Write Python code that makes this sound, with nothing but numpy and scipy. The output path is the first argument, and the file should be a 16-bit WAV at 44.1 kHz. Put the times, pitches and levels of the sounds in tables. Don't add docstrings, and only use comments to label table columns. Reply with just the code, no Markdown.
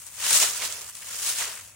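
import sys
import numpy as np
from scipy import signal
from scipy.io import wavfile
from scipy.ndimage import uniform_filter1d

SR = 44100
rng = np.random.default_rng(int(sys.argv[2]) if len(sys.argv) > 2 else 0)


def bounce(signal):
    frames = np.transpose(np.atleast_2d(signal))
    limited = np.clip(frames, -1, 1)
    pcm = np.round(limited * 32767).astype(np.int16)
    wavfile.write(sys.argv[1], SR, pcm)


N = 77175
TIME = np.arange(N) / SR

# t/s, crisp treble level/dB, papery midrange level/dB
STIRRING = [(0.0, -43.5, -56), (0.052, -49, -61.5), (0.066, -44, -52.5), (0.106, -49.5, -61.5),
            (0.178, -43, -48), (0.236, -31, -34), (0.368, -16.5, -29.5), (0.392, -23, -35),
            (0.426, -21.5, -28), (0.522, -34.5, -41.5), (0.57, -34, -40.5), (0.604, -39, -39.5),
            (0.62, -34, -33.5), (0.654, -30.5, -36), (0.682, -37, -41.5), (0.876, -45, -52),
            (0.896, -39.5, -57.5), (0.916, -50, -59.5), (0.974, -43.5, -51.5), (0.992, -46, -54),
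            (1.026, -44.5, -49), (1.042, -45.5, -50), (1.142, -36, -42.5), (1.168, -37.5, -45),
            (1.298, -26.5, -36.5), (1.342, -36, -43), (1.376, -32.5, -38), (1.41, -30, -34.5),
            (1.468, -39, -37.5), (1.69, -52.5, -59.5), (1.74, -63, -70)]
USUAL_STIR_DB = -33
# f/Hz, relative density/dB
BRITTLE_SPECTRUM = [(200, -11.5), (800, -20.5), (2000, -8), (4500, -2.5), (7500, 3.5), (9500, 2.5),
                    (12200, -27), (15500, -5)]


def rustle():
    # f/Hz, relative density/dB
    leaf_spectrum = [(120, -37), (200, -6), (322, -25.5), (517, -9), (863, -14), (1020, -6.5), (1310, -6.5),
                     (1520, -6), (2230, -6.5), (2890, -4.5), (3530, -6), (5090, -4), (6810, 0),
                     (9820, -2.5), (12000, -11.5), (15000, -8.5), (15800, -10.5)]
    # f/Hz, gain/dB per dB of effort
    colour_with_effort = [(200, -0.2), (500, -0.18), (1500, -0.005), (2900, 0.07), (3800, 0.22),
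                          (5200, 0.0748), (6500, 0.0152), (10000, -0.1), (15000, -0.15)]
    # t/s, left minus right/dB
    position = [(0, 1), (.2, 0.9), (.38, -0.1), (.5, 0), (.63, -2.2), (.8, -1.5), (1.0, 1), (1.15, -.5),
                (1.29, 0), (1.41, 0), (1.6, 1.5)]
    crisp_above_hz, papery_lift_db, loose_below_hz = 5350, 9.0, 400
    times, crisp, papery = np.transpose(STIRRING)
    crisp_db = np.interp(TIME, times, crisp)
    papery_db = np.interp(TIME, times, papery) + papery_lift_db
    effort_db = crisp_db - USUAL_STIR_DB
    energy = cracks(per_s=1500 * from_db(0.5 * effort_db), spread_db=2)

    def envelope_at(hz):
        crisp_share = 1 / (1 + (crisp_above_hz / hz) ** 4)
        level_db = crisp_share * crisp_db + (1 - crisp_share) * papery_db
        level_db += at_hz(colour_with_effort, hz) * effort_db
        bass_loss = np.hypot(1, loose_below_hz / hz)
        colour = rms_one(from_db(3.5 * rng.standard_normal(N)))
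        crackle = bursts(energy * colour ** 2, decay_s=0.00026, scatter_share=0.8)
        return from_db(level_db) / bass_loss * crackle
    pan_db = np.interp(TIME, *np.transpose(position))
    return band_noise(leaf_spectrum, envelope_at) * pan(pan_db)


def ticks():
    ticks_per_s, offset_db, spread_db, follow_share = 160, -7.5, 3.0, 0.89
    times, crisp, _ = np.transpose(STIRRING)
    effort_db = np.interp(TIME, times, crisp) - USUAL_STIR_DB
    level_db = USUAL_STIR_DB + offset_db + follow_share * effort_db
    sizes = from_db(spread_db * np.clip(rng.standard_normal(N), -2, 1))
    onsets = rng.random(N) < ticks_per_s / SR
    energy = rms_one(onsets * sizes) ** 2
    envelope = from_db(level_db) * bursts(energy, decay_s=0.00021, scatter_share=0.17)
    return band_noise(BRITTLE_SPECTRUM, lambda hz: envelope)


def snaps():
    # t/s, relative level/dB, left minus right/dB
    breaks = [(0.014, -48, -1), (0.065, -27, 11.5), (0.0684, -36.5, 2.5), (0.1134, -35, 6.5),
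              (0.156, -26.5, 11), (0.197, -23, 7), (0.3282, -1, 3), (0.338, -10, 1.5), (0.3644, -11, 2),
              (0.371, -8, 2.5), (0.399, -2, 1.5), (0.4246, -5, 1.0), (0.576, -17, -7), (0.6502, -14, -10),
              (0.7228, -18, -14), (0.815, -17.5, -4), (0.8624, -37, 4), (0.8882, -28, -12),
              (0.8944, -33, 12), (0.9512, -21, 0), (1.263, -7.5, 0), (1.2916, -18, 3.0), (1.298, -11, 5),
              (1.4064, -21, 0.5), (1.5517, -23, 6.5)]
    gain_db, tear_s = -11, 0.0017
    energy = 0
    for start, db, pan_db in breaks:
        tearing = (TIME >= start) * (TIME < start + tear_s)
        ramp = tearing * (TIME - start) / tear_s
        energy = energy + ramp * (from_db(db + gain_db) * pan(pan_db)) ** 2
    envelope = bursts(energy, decay_s=0.00081, scatter_share=0.31)
    return band_noise(BRITTLE_SPECTRUM, lambda hz: envelope)


def paws():
    # t/s, level/dB, half length/s
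    presses = [(0.315, -43, .011), (0.349, -39.5, 0.022), (0.427, -33, 0.013), (0.488, -47, 0.038),
               (0.631, -40, .012), (0.705, -48.5, 0.055), (.82, -54.5, .025), (1.28, -49.5, 0.03),
               (1.405, -42.5, 0.011), (1.48, -51.5, 0.037)]
    # f/Hz, relative density/dB
    packed_spectrum = [(120, -15), (200, -6.5), (300, -9.5), (400, 2), (700, 4.5), (1400, -6), (3000, -0.5),
                       (8000, -22)]
    weight = sum(from_db(db) * np.exp(-((TIME - t) / half_s) ** 2 / 2) for t, db, half_s in presses)
    energy = cracks(per_s=1200, spread_db=2)
    crunch = weight * bursts(energy, decay_s=0.0017, scatter_share=0.45)
    return band_noise(packed_spectrum, lambda hz: crunch)


def taps():
    # t/s, level/dB, resonance f/Hz
    knocks = [(.889, -45.5, 1240), (0.896, -48, 1400), (.969, -50.5, 2450), (1.0243, -41.5, 2080),
              (1.404, -33, 1870), (1.42, -30, 1800), (1.542, -48, 2400), (1.572, -42.5, 2000),
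              (1.594, -43.5, 1760)]
    decay_s, edge_ratio = 0.007, 1.35
    out = 0
    for start, db, hz in knocks:
        resonance = rms_one(band_pass(rng.standard_normal(N), hz / edge_ratio, hz * edge_ratio))
        decay = (TIME >= start) * np.exp(-np.abs(TIME - start) / decay_s)
        out = out + from_db(db) * resonance * decay
    return out


def background():
    # f/Hz, relative density/dB
    hiss_spectrum = [(150, 4), (350, -11), (650, -1.5), (1200, -3.5), (2600, 1.5), (4500, -11.5), (7000, 1),
                     (10000, -4.5), (12500, -16), (15500, -19)]
    hiss_db, rumble_db, side_db = -56, -63, -20
    lows = band_pass(rng.standard_normal((2, N + SR)), low_hz=62.4, high_hz=106)
    mid, side = rms_one(lows[:, SR:])
    rumble = mid + from_db(side_db) * side * [[1], [-1]]
    return from_db(rumble_db) * rumble + band_noise(hiss_spectrum, lambda hz: from_db(hiss_db))


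def cracks(per_s, spread_db, even_s=0.023):
    onsets = rng.random(N) < per_s / SR
    size_db = spread_db * np.minimum(rng.exponential(1, N), 4.6)
    energy = onsets * from_db(size_db) ** 2
    local_mean = np.abs(uniform_filter1d(energy, int(even_s * SR)))
    return energy / (local_mean + 1e-6)


def bursts(energy, decay_s, scatter_share, scatter_s=0.0059):
    direct = (1 - scatter_share) * fade(energy, decay_s)
    scattered = scatter_share * fade(energy, scatter_s)
    return np.sqrt(direct + scattered)


def fade(energy, decay_s):
    pole = np.exp(-1 / (decay_s * SR))
    return signal.lfilter([1 - pole], [1, -pole], energy + 1e-18)


def band_noise(spectrum, envelope_at):
    # f/Hz, likeness (held to 0..1 below)
    port_likeness = [(100, .98), (500, 0.9), (1200, 0.7), (1750, .5), (2300, .66), (3400, 0.13),
                     (4400, 0.26), (7500, 0.16), (9500, -0.54), (15000, -1.2)]
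    # f/Hz, left minus right/dB
    port_balance = [(300, 0), (1400, 1.9), (3100, 0), (4000, 0.5), (5200, -8.5), (6500, -1), (8000, 1),
                    (9400, 12), (10800, -0.5), (12000, 3.5), (13000, 5), (14000, 2), (15300, 7.5)]
    edges_hz = np.geomspace(1120, 17400, 27) - 1000
    centres_hz = np.sqrt(edges_hz[1:] * edges_hz[:-1])
    density = from_db(at_hz(spectrum, centres_hz))
    density /= np.sqrt(np.sum(density ** 2 * np.diff(edges_hz)) * 2 / SR)
    white = rng.standard_normal((2, 2, N))
    out = 0
    for k, hz in enumerate(centres_hz):
        mid, side = white[k % 2]
        alike = np.clip(at_hz(port_likeness, hz), 0, 1)
        width = np.sqrt((1 - alike) / (1 + alike))
        balance = rms_one(pan(at_hz(port_balance, hz)))
        pair = balance * (mid + width * side * [[1], [-1]])
        out = out + density[k] * band_pass(pair * envelope_at(hz), edges_hz[k], edges_hz[k + 1])
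    return out


def pan(db):
    return from_db(np.array([[1], [-1]]) * db / 2)


def from_db(db):
    return 10 ** (np.asarray(db) / 20)


def rms_one(x):
    return x / np.sqrt(np.mean(x ** 2) + 1e-20)


def at_hz(points, hz):
    table_hz, values = np.transpose(points)
    return np.interp(np.log(hz), np.log(table_hz), values)


def band_pass(x, low_hz, high_hz):
    return signal.sosfilt(signal.butter(2, [low_hz, high_hz], "band", fs=SR, output="sos"), x)


def scene():
    return rustle() + paws() + snaps() + taps() + background() + ticks()


def record(dry):
    return signal.sosfilt(signal.ellip(12, 0.1, 80, 15800, fs=SR, output="sos"), dry)


dry = scene()
out = record(dry)
bounce(out)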